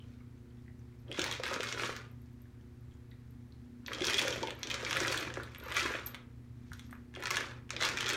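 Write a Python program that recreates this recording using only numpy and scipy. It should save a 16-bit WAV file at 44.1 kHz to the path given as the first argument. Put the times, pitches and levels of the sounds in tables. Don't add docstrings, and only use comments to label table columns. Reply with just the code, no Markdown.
import sys
import numpy as np
from scipy import signal
from scipy.fft import rfft, irfft
from scipy.io import wavfile

SR = 44100
rng = np.random.default_rng(int(sys.argv[2]) if len(sys.argv) > 2 else 0)


def to_wav(sig):
    pcm = np.clip(np.atleast_2d(sig), -1, 1) * 32767
    pcm = np.round(pcm).astype(np.int16)
    wavfile.write(sys.argv[1], SR, pcm.T)


N = 359856

# (time [s], level [dB], ring centre [Hz], tick against level [dB], ring spread [octaves])
FOOD_HITS = [(1.1152,-22.5,3168,-27,0.38),(1.1268,-31,3060,-34,0.77),(1.144,-27,2940,-37.5,0.37),(1.16,-36,2980,-32,0.56),(1.175,-30.5,2500,-35.5,0.36),(1.1937,-11.5,2690,-28,0.66),(1.2162,-18.5,3780,-28.5,0.87),(1.218,-17.5,4000,-26,0.71),(1.2414,-15,2480,-20,0.93),(1.2642,-24,2690,-21,0.69),(1.313,-17,2792,-27,0.72),(1.3248,-19,3140,-22,0.62),(1.3988,-32,1196,-29.5,1.6),(1.4355,-19,1500,-26,1.15),(1.455,-22,3290,-29,0.44),(1.464,-25,1220,-20,1),(1.479,-30.5,1700,-14,1.4),(1.5117,-31.5,1008,-26,0.57),(1.534,-22,1730,-20,1.2),(1.541,-22.5,1570,-28,1.4),(1.5623,-21.5,1290,-34,0.27),(1.606,-20,2340,-29,0.69),(1.632,-16.5,2400,-24,1.5),(1.6383,-28,1700,-18,0.64),(1.6707,-29,3420,-38,0.6),(1.6776,-32,1700,-29,0.91),(1.6884,-23,3260,-35,0.57),(1.7255,-17.5,2140,-35,1.9),(1.7754,-28,1294,-39,0.77),(1.781,-29,1600,-36.5,1),(1.7968,-17.5,1600,-37.5,0.82),(1.8348,-19.5,1370,-33,1.1),(1.8472,-25,2160,-31,1),(1.857,-24,3220,-35,0.89),(1.8934,-23.5,902,-35.5,0.6),(1.8997,-23,2000,-36,0.95),(1.921,-44.5,1530,-34,0.59),(1.9645,-24.5,1743,-20,1.35),
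             (3.863,-27.5,3700,-31,0.47),(3.8815,-26.5,1704,-31,0.9),(3.917,-25,1398,-41.5,0.45),(3.933,-19.5,3350,-24,0.75),(3.9478,-25,3080,-33,1.1),(3.9847,-31,3300,-32,0.72),(4.0068,-20.5,2860,-38,0.77),(4.02,-18.5,3100,-37,0.47),(4.0395,-26.5,3493,-31.5,0.63),(4.044,-16,3497,-35,1),(4.052,-17,4800,-20,0.7),(4.069,-14,3640,-21,0.64),(4.0833,-18,3300,-25.5,0.55),(4.0985,-15,2150,-23,1),(4.107,-18,2310,-27,1),(4.1338,-17,3290,-23.5,0.72),(4.143,-13,3250,-31.5,0.68),(4.1716,-21,3900,-22,.6),(4.1822,-13.5,3352,-22,0.56),(4.1865,-15,3300,-28,0.79),(4.1929,-14,2330,-23,1.1),(4.2158,-16,3290,-27,0.86),(4.2243,-21,2680,-17,1.1),(4.241,-25.5,3401,-19,.6),(4.2805,-17,3400,-20,0.83),(4.3062,-22,4106,-30,.6),(4.3263,-20.5,3260,-28,0.49),(4.3589,-24.5,2300,-26,0.49),(4.38,-27,3330,-33,0.43),(4.43,-25,3440,-28,0.66),(4.4723,-24,3245,-27,0.42),(4.4826,-24.5,2420,-37,0.41),(4.495,-32,2020,-26,0.69),(4.5061,-23.5,2370,-23,1.1),
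             (4.6315,-18,3640,-24.5,1.01),(4.672,-21,4070,-29,0.44),(4.7005,-20.5,3620,-25,0.92),(4.705,-18,2750,-28,0.87),(4.7112,-22.5,3000,-31.5,0.76),(4.7138,-18,3116,-27,0.86),(4.7423,-18,2422,-25,1.1),(4.797,-34,2202,-32.5,0.86),(4.8025,-27,2060,-33,0.65),(4.8276,-33,2570,-26,0.53),(4.849,-22,3262,-35.5,0.84),(4.865,-23,2030,-34,0.25),(4.8964,-23,3259,-29,0.63),(4.9096,-15.5,2620,-22,0.77),(4.929,-14.5,2300,-31,1.1),(4.9496,-21,1966,-25,1.08),(4.957,-23,2071,-28,.6),(4.9622,-19,1970,-29.5,0.97),(4.969,-14.5,2000,-23,1),(5.0032,-15,2280,-24,1.1),(5.0335,-19.5,2004,-21,0.97),(5.0489,-19,1950,-36,0.37),(5.0726,-21,1821,-19,0.55),(5.0805,-17.5,3900,-28.5,0.88),(5.116,-19.5,1593,-21,1.1),(5.1248,-16.5,1711,-21.5,1.1),(5.145,-20,1440,-20,0.5),(5.1758,-20,3400,-11.5,0.67),(5.228,-22.5,2214,-23,0.65),(5.276,-25,1510,-36,0.45),(5.3016,-27.5,1680,-33,0.88),(5.34,-28,2273,-26,1.6),(5.357,-30.5,1640,-35,0.97),(5.3708,-25.5,1450,-33,0.41),(5.399,-28,1420,-31,0.3534),(5.4341,-29.5,3550,-18.5,0.38),(5.474,-39,1820,-32.5,0.28),
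             (5.548,-32.5,2173,-25,0.87),(5.5593,-31,2170,-36,.6),(5.6,-37,3125,-17,0.73),(5.6547,-37,1301,-34,0.75),(5.6854,-28,1551,-34,0.26),(5.705,-28,2240,-31,.6),(5.716,-23.5,2090,-34,0.51),(5.7214,-20,1930,-24,0.88),(5.749,-25,1900,-28,0.81),(5.7576,-25,2299,-31,0.54),(5.767,-12,1900,-31,1.1),(5.7815,-20,2400,-28,0.82),(5.795,-17,2000,-26,0.91),(5.807,-21,2200,-30,0.74),(5.819,-23,1920,-30,0.56),(5.8402,-30.5,1897,-33.5,0.46),(5.861,-19.5,1900,-30,0.6),(5.895,-29,1628,-26.5,0.66),(5.9384,-24.5,1619,-37,0.73),(5.9524,-22,1798,-36,.6),(5.988,-26,1600,-38,0.8),(6.0046,-34,1700,-35.5,0.37),(6.0352,-42.5,1170,-35.5,0.53),(6.0709,-31.5,3600,-9,.9),(6.1455,-27,1905,-23,0.81),(6.15,-31.5,2565,-21,0.86),
             (6.7175,-32.5,1110,-27.5,0.45),(6.7332,-34.5,5010,-13,0.61),(6.7343,-40,1390,-30,0.34),(6.7944,-30.5,2600,-20,1.06),(6.895,-47,1348,-40,0.29),(6.91,-46,1923,-3,1.23),(6.9272,-28,1570,-32,0.21),(6.953,-42.5,1680,-25,0.3),
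             (7.14,-37.5,1600,-30,1.1),(7.1515,-31.5,3500,-31,0.46),(7.1612,-29,2248,-29,0.66),(7.2042,-38,2047,-17,0.92),(7.2245,-25,2090,-30,0.79),(7.2366,-22,1430,-23,1.34),(7.2564,-17.5,2440,-35,0.95),(7.2703,-19,1420,-25,1.137),(7.2795,-24,2020,-32,0.67),(7.306,-11,1410,-23,1.86),(7.3105,-13.5,1900,-22,1.2),(7.3448,-23,2003,-30,0.55),(7.3578,-20,2460,-25,0.93),(7.3691,-11.5,1670,-25,1.5),(7.3733,-24,2000,-29,1),(7.3902,-29,1798,-26,0.71),(7.408,-22.5,1138,-25,1.2),(7.4475,-38.5,1206,-31.5,0.743),(7.4945,-32,1708,-39.5,0.32),
             (7.6933,-34,2500,-30,0.53),(7.7053,-18,2370,-29,1.39),(7.732,-35,2659,-27.5,0.75),(7.765,-18,2660,-41.5,0.68),(7.7985,-28,2590,-33,.8),(7.8116,-16,2389,-39,1.2),(7.8241,-11.5,2280,-32,1.37),(7.834,-17,3000,-31,.9),(7.8514,-13.5,3400,-23,0.72),(7.889,-18,2478,-25,1.3),(7.9156,-23.5,1723,-27,1),(7.972,-16,2528,-28,0.9),(7.9771,-21,2812,-32,0.88),(7.986,-21,2394,-31,0.84),(8.004,-21,1721,-29.5,1.6),(8.0076,-16.5,3000,-25,1.2),(8.0167,-29,3000,-30,.7),(8.0282,-22,3014,-28,0.66),(8.0435,-22,1770,-35.5,1.1),(8.0603,-17.5,3280,-27,.8),(8.0662,-15,3060,-33,0.87),(8.0823,-17.5,3311,-26,1.09),(8.091,-17.5,3352,-14.5,1.7),(8.1008,-13.5,2720,-23,1.2),(8.108,-20,2400,-28.5,0.94),(8.1338,-22,3674,-19,0.51)]
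# (top reached [s], swell [s], hold [s], decay [s], force [dB],
# boards against force [dB], rattle centre [Hz], brightness [dB/octave])
SHOVES = [(0.05, 0.076, 0.083, 0.17, -72, 0.5, 2530, -1.5), (1.12, 0.094, .05, .05, -59.5, 15, 2690, -5),
          (1.188, 0.11, 0.15, 0.16, -42.5, -15, 2530, -2), (1.439, 0.042, 0.11, 0.11, -42, -8.5, 1870, -2),
          (1.66, 0.27, 0.046, 0.31, -43.5, -12, 2430, -1),
          (1.809, 0.18, 0.0091, 0.35, -41.5, -3.5, 1980, 0.5), (3.919, 0.11, 0.119, .1, -49, 2.5, 2350, -4),
          (4.07, 0.19, 0.18, 0.44, -38.5, -2.5, 2720, -1.5),
          (4.708, 0.21, 0.042, 0.26, -45.5, -0.5, 2600, -4), (5.0, 0.67, 0.19, 0.24, -40, -3, 1990, -0.5),
          (5.36, 0.0991, 0.024, 0.68, -57, -6.5, 1800, -1), (5.69, 0.21, 0.031, 0.11, -48.5, 2.5, 1710, -3),
          (5.765, 0.075, 0.013, 0.4, -35.5, -10, 1810, 0.5),
          (5.928, 0.11, 0.011, 0.41, -48.5, 1.5, 1668, -1.5), (6.75, 0.284, .05, .4, -66.5, -22, 2210, 2),
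          (7.17, 0.0602, 0.13, 0.0984, -54.5, 5, 1930, -4),
          (7.314, 0.048, 0.024, 0.34, -40, -3.5, 1840, -0.5),
          (7.73, 0.056, 0.08, 0.05286, -54, 5, 2002, -2.5),
          (7.814, 0.047, 0.034, 0.25, -34, -8, 2420, -1.5), (8.001, 0.035, 0.024, 0.168, -41, -8, 2423, -2),
          (8.1, 0.2, 0.0157, 0.38, -36.5, -5, 2823, -3.5)]
# (time [s], level [dB], ring centre [Hz])
RIM_KNOCKS = [(1.188, -23, 390), (1.224, -30, 482), (1.261, -28.5, 624), (1.29, -32, 525.9),
              (1.398, -28, 507), (1.514, -28, 533), (1.563, -28.5, 358), (1.6, -26, 530),
              (1.619, -33.5, 450), (1.744, -32, 422), (1.842, -29.5, 530), (1.893, -24, 496),
              (3.915, -36, 479), (3.995, -37, 516.5), (4.013, -25.5, 340), (4.169, -36, 450),
              (4.218, -30, 487.8), (4.229, -28, 418), (4.251, -25, 405), (4.308, -26, 540),
              (4.358, -29, 505), (4.378, -29, 373), (4.423, -27.5, 400.6), (4.4326, -24.5, 617),
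              (4.484, -33, 546), (4.516, -34, 426), (4.688, -37.5, 380.1), (4.83, -33, 544),
              (4.89, -34, 365), (4.923, -32, 560), (4.967, -31, 363), (4.981, -32, 450), (5.014, -25, 358),
              (5.053, -49, 460), (5.076, -38, 435), (5.121, -29, 415), (5.225, -39, 559.6),
              (5.27, -32, 384), (5.309, -31.5, 390), (5.3731, -28, 394), (5.751, -36, 396),
              (5.853, -29, 390.9), (5.906, -30, 420), (5.948, -30.5, 385.8), (7.171, -35, 463.3),
              (7.407, -38, 878), (7.816, -33, 445.7), (7.863, -31.5, 450), (7.898, -36, 358),
              (7.945, -30.5, 374), (7.993, -31, 440), (8.104, -32, 500)]
# (time [s], level [dB])
TAG_TOUCHES = [(0.9991, -67), (3.8728, -52.5), (4.3295, -55), (4.36, -56), (4.5493, -66), (4.591, -57),
               (5.123, -53), (5.1754, -59), (5.1988, -51.5), (5.515, -70), (5.582, -47), (5.6355, -56),
               (5.657, -53), (5.682, -58), (5.7016, -54), (5.721, -58), (5.7423, -51), (5.8994, -56),
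               (5.929, -62), (6.0596, -41), (6.0623, -30), (6.7705, -66.5), (6.857, -69), (6.8663, -65),
               (6.918, -68), (6.93, -59.5)]
# (time [s], level [dB], pitch [Hz])
FAINT_TICKS = [(.003, -50, 3050), (.022, -53, 3040), (.205, -58, 2200), (0.209, -58, 1240),
               (.38, -64, 6300), (.503, -64, 4300), (.508, -64, 3200), (.585, -64, 3500), (.662, -59, 1920),
               (.68, -49.5, 1950), (.697, -59.5, 1896), (.793, -59, 6000), (.925, -61, 2200),
               (1.082, -49, 3212), (2.115, -52, 13800), (2.218, -54, 12200), (2.332, -61, 12400),
               (2.4194, -49, 12600), (2.456, -59, 1676), (2.81, -60, 12000), (2.92, -60, 3190),
               (2.94, -59, 6800), (3.106, -59, 12300), (3.114, -51, 3800), (3.118, -53, 1950),
               (3.309, -53, 12600), (3.523, -51, 4170)]
# (time [s], level [dB], pitch [Hz], t60 [s])
PAW_STEP = (6.706, -32, 100, .06)

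RING_CYCLES = 12
# (frequency [Hz], level [dB], t60 [s])
CUP_MODES = [(hz, db, RING_CYCLES / hz) for hz, db in [ (1050, -7), (1350, -1.0), (1700, -1.0),
             (1980, -8.5), (2300, 3.0), (2750, -5.5), (3290, 3.0), (3750, 2.5), (4300, 3.5), (5000, -6.0),
             (5570, 8.5), (6400, 9.5), (7200, -22.0)]]
# (frequency [Hz], level [dB], t60 [s])
LID_MODES = [(1700, -14, 0.021), (1980, -15.5, 0.023), (3287, -11, 0.015)]
# (frequency [Hz], level [dB], t60 [s])
TICK_MODES = [(8600, 9, 0.0015), (9250, 5.5, 0.00071), (12000, -1, 0.0026), (15050, -4, 0.0016)]
# (frequency [Hz], level [dB], t60 [s])
BOARD_MODES = [(256, -8, 0.051), (310, -8, 0.036), (363, -2.5, 0.042), (440, 2.5, 0.015), (521, -1, 0.033),
               (585, -5.5, 0.017), (785, -23, 0.011), (963, 7, 0.032), (1280, -17, 0.0071)]
# (frequency [Hz], level [dB], t60 [s])
TAG_MODES = [(8950, -10, .018), (12150, 7, .011), (12300, -18, .08), (12480, 14, .011), (12800, 3, .01),
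             (14370, -11, .009), (15400, -10, .008)]

# (frequency [Hz], t60 [s])
ROOM_DECAY = [(300, 0.45), (1000, 0.34), (3000, 0.29), (8000, 0.16), (14000, 0.14)]
# (frequency [Hz], level [dB], side tones against level [dB])
HUM_TONES = [(120.2, -55.5, -12), (241.9, -60.5, -10.5), (358, -70, -17), (463, -80, -7)]
# (frequency [Hz], relative level [dB])
NOISE_SPECTRUM = [(20, -16), (40, -19.5), (62, -5), (75, 1.5), (92, -10.5), (112, -1), (135, -15.5),
                  (175, -25), (245, -10), (330, -24), (600, -32.5), (1950, -36), (2800, -42.5), (4000, -44),
                  (10500, -52), (16000, -54.5)]


def food_clicks():
    s, db, hz, tick_db, octaves = np.transpose(FOOD_HITS)
    strength = amp(db)[:, None]
    wall = strength * strike_spot(CUP_MODES, hz, octaves[:, None], scatter_db=1.16)
    tick = amp((db + tick_db)[:, None] + 0.77 * rng.standard_normal((len(s), len(TICK_MODES))))
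    off_lid_tone = np.log2(np.array(LID_MODES)[:, 0] / hz[:, None]) / 0.18
    lid = ring(LID_MODES, s, strength * np.exp(-off_lid_tone ** 2 / 2), detune=.012, tunings=3)
    share = np.hstack([wall, tick])
    return lid + ring(CUP_MODES + TICK_MODES, s, share, detune=0.038, tunings=3, late_cycles=.7)


def food_rattle():
    modes = CUP_MODES + TICK_MODES
    s = tumble_times(per_s=1100)
    db, _, hz, brightness = shove(s)
    strength = amp(db + 4 + 2.94 * np.minimum(rng.exponential(1, len(s)), 3.2))[:, None]
    tilt = amp(brightness[:, None] * np.log2(np.array(modes)[:, 0] / 2500))
    centre_hz = hz * 2 ** (0.55 * rng.standard_normal(len(s)))
    wall = strike_spot(CUP_MODES, centre_hz, octaves=1.14, scatter_db=4.5)
    tick = amp(-25 + 1.84 * rng.standard_normal((len(s), len(TICK_MODES))))
    return ring(modes, s, strength * tilt * np.hstack([wall, tick]), detune=0.082, tunings=4)


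def rim_bumps():
    knock_s, db, hz = np.transpose(RIM_KNOCKS)
    knocks = amp(db)[:, None] * strike_spot(BOARD_MODES, hz, octaves=0.45, scatter_db=6)
    chatter_s = tumble_times(per_s=200)
    _, boards_db, _, _ = shove(chatter_s)
    strength = amp(boards_db + 2.5 + 2.22 * np.minimum(rng.exponential(1, len(chatter_s)), 4))[:, None]
    spots = strike_spot(BOARD_MODES, np.full(len(chatter_s), 430.), octaves=0.43, scatter_db=7.5)
    return ring(BOARD_MODES, np.append(knock_s, chatter_s), np.vstack([knocks, strength * spots]),
                detune=0.052, tunings=4, late_cycles=0.22, build_cycles=0.33)


def shove(s, taper=2.2):
    top, swell, hold, decay, db, boards_db, hz, brightness = np.transpose(SHOVES)[:, :, None]
    motion = 1 - np.maximum(top - s, 0) / swell - np.maximum(s - top - hold, 0) / decay
    under_top_db = -20 * taper * np.log10(np.clip(motion, 1e-4, 1))
    force_db = db - under_top_db
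    brightness = brightness - 0.17 * under_top_db
    strongest = np.argmax(force_db, axis=0)
    lead = strongest, np.arange(len(s))
    return force_db[lead], (force_db + boards_db)[lead], hz[strongest, 0], brightness[lead]


def tumble_times(per_s):
    s = np.flatnonzero(rng.random(N) < per_s / SR) / SR
    force_db = shove(s)[0]
    return s[force_db > -90]


def strike_spot(modes, centre_hz, octaves, scatter_db):
    hz, db, _ = np.transpose(modes)
    away = np.log2(hz / centre_hz[:, None]) / octaves
    scatter, polarity = rng.standard_normal(away.shape + (2,)).transpose(2, 0, 1)
    share = np.exp(-away ** 2 / 2) * amp(scatter_db * scatter) * np.sign(polarity)
    return share / np.linalg.norm(share * amp(db), axis=1, keepdims=True)


def ring(modes, s, share, detune=0., tunings=1, late_cycles=1.2, build_cycles=0.74):
    out = np.zeros(N)
    sides = rng.integers(0, tunings, share.shape)
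    lags = rng.random(share.shape)
    for (hz, db, t60), strength, side, lag in zip(modes, share.T, sides.T, lags.T):
        t = np.arange(int(SR * t60) + 64) / SR
        arrival = s + lag * late_cycles / hz
        for k, shift in enumerate(np.linspace(-detune, detune, tunings)):
            cycles = hz * (1 + shift) * t
            contact = 1 - np.exp(-(cycles / build_cycles) ** 2)
            tone = amp(db - 60 * t / t60) * contact * np.sin(2 * np.pi * cycles)
            blows = np.bincount((arrival * SR).astype(int), strength * (side == k), N)[:N]
            out += signal.oaconvolve(blows, tone)[:N]
    return out


def collar_tag():
    s, db = np.transpose(TAG_TOUCHES)[:, :, None]
    delay_s = np.cumsum(rng.uniform(0, .025, (len(s), 5)), axis=1) * [0, 1, 1, 1, 1]
    rebound_db = np.minimum(db - 11, -64.5) - 150 * delay_s
    db = np.where(delay_s > 0, rebound_db, db)
    share = amp(db.reshape(-1, 1) + 2 * rng.standard_normal((db.size, len(TAG_MODES))))
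    return ring(TAG_MODES, (s + delay_s).ravel(), share, detune=.006, tunings=3, build_cycles=30)


def cat_stirring(t60_cycles=30):
    touches = np.array([(s, db, hz, t60_cycles / hz) for s, db, hz in FAINT_TICKS] + [PAW_STEP])
    crackle_s = np.flatnonzero(rng.random(N) < 25 / SR) / SR
    strength = amp(-63.5 + 1.5 * np.minimum(rng.exponential(1, len(crackle_s)), 4))[:, None]
    centre_hz = 2200 * 2 ** (0.9 * rng.standard_normal(len(crackle_s)))
    crackle = strength * strike_spot(CUP_MODES, centre_hz, octaves=0.96, scatter_db=-2)
    touch_s, touch_modes = touches[:, 0], touches[:, [2, 1, 3]]
    ticks = ring(touch_modes, touch_s, np.eye(len(touches)), late_cycles=0)
    return ticks + ring(CUP_MODES, crackle_s, crackle)


def room_echoes(x, patterns=24, hop=1024):
    taps = np.zeros((patterns, SR // 2))
    arrivals = np.arange(40, SR // 2 - 20, 20) + rng.integers(0, 20, (patterns, SR // 40 - 2))
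    np.put_along_axis(taps, arrivals, rng.choice([-1., 1.], arrivals.shape), 1)
    hz, t, bands = signal.stft(taps, SR, nperseg=128)
    early_lift = 1 + 2 * np.exp(-t / 0.0032)
    decay = amp(-60 * t / along_log_hz(ROOM_DECAY, hz)[:, None])
    tails = signal.istft(bands * early_lift * decay, SR, nperseg=128)[1]
    fade = np.sin(np.pi * np.arange(2 * hop) / (2 * hop))
    padded, out = np.pad(x, (hop, 3 * hop)), np.zeros(N + SR + 4 * hop)
    for k, tail in enumerate(tails[rng.integers(0, patterns, N // hop + 2)]):
        echo = signal.fftconvolve(padded[k * hop:][:2 * hop] * fade, tail / np.linalg.norm(tail))
        out[k * hop:][:len(echo)] += echo
    return out[hop:][:N]


def refrigerator(shaft_hz=29.52):
    t, out = np.arange(N) / SR, np.zeros(N)
    for hz, db, side_db in HUM_TONES:
        waver = sum(np.sin(2 * np.pi * (rate * t + rng.random())) for rate in np.geomspace(.3, 4, 8))
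        waver_db = 2.4 * waver / np.sqrt(np.mean(waver ** 2))
        shaft = 1 + 2 * amp(side_db) * np.cos(2 * np.pi * (shaft_hz * t + rng.random()))
        out += np.sqrt(2) * amp(db + waver_db) * shaft * np.sin(2 * np.pi * (hz * t + rng.random()))
    return out


def rumble_and_hiss(rumble_db=-56.5):
    hz = np.fft.rfftfreq(N, 1 / SR)
    spectrum = rfft(rng.standard_normal(N)) * amp(along_log_hz(NOISE_SPECTRUM, hz))
    rumble = irfft(spectrum * (hz < 110), N)
    return amp(rumble_db) * irfft(spectrum, N) / np.std(rumble)


def amp(db):
    return 10 ** (np.asarray(db) / 20)


def along_log_hz(points, hz):
    table_hz, value = np.transpose(points)
    return np.interp(np.log(hz + 1), np.log(table_hz + 1), value)


def scene():
    near = food_clicks() + food_rattle() + collar_tag() + cat_stirring()
    boards = rim_bumps()
    direct = amp(1.8) * near + boards
    echoes = room_echoes(amp(-.8) * near + amp(-3.5) * boards)
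    return (direct + echoes + refrigerator() + rumble_and_hiss())[None]


def record(dry, ceiling=.2, edge_hz=15900):
    rounded = ceiling * np.tanh(dry / ceiling)
    low_pass = signal.firwin(511, edge_hz, window=("kaiser", 9), fs=SR)
    return signal.oaconvolve(rounded, low_pass[None], "same")


dry = scene()
out = record(dry)
to_wav(out)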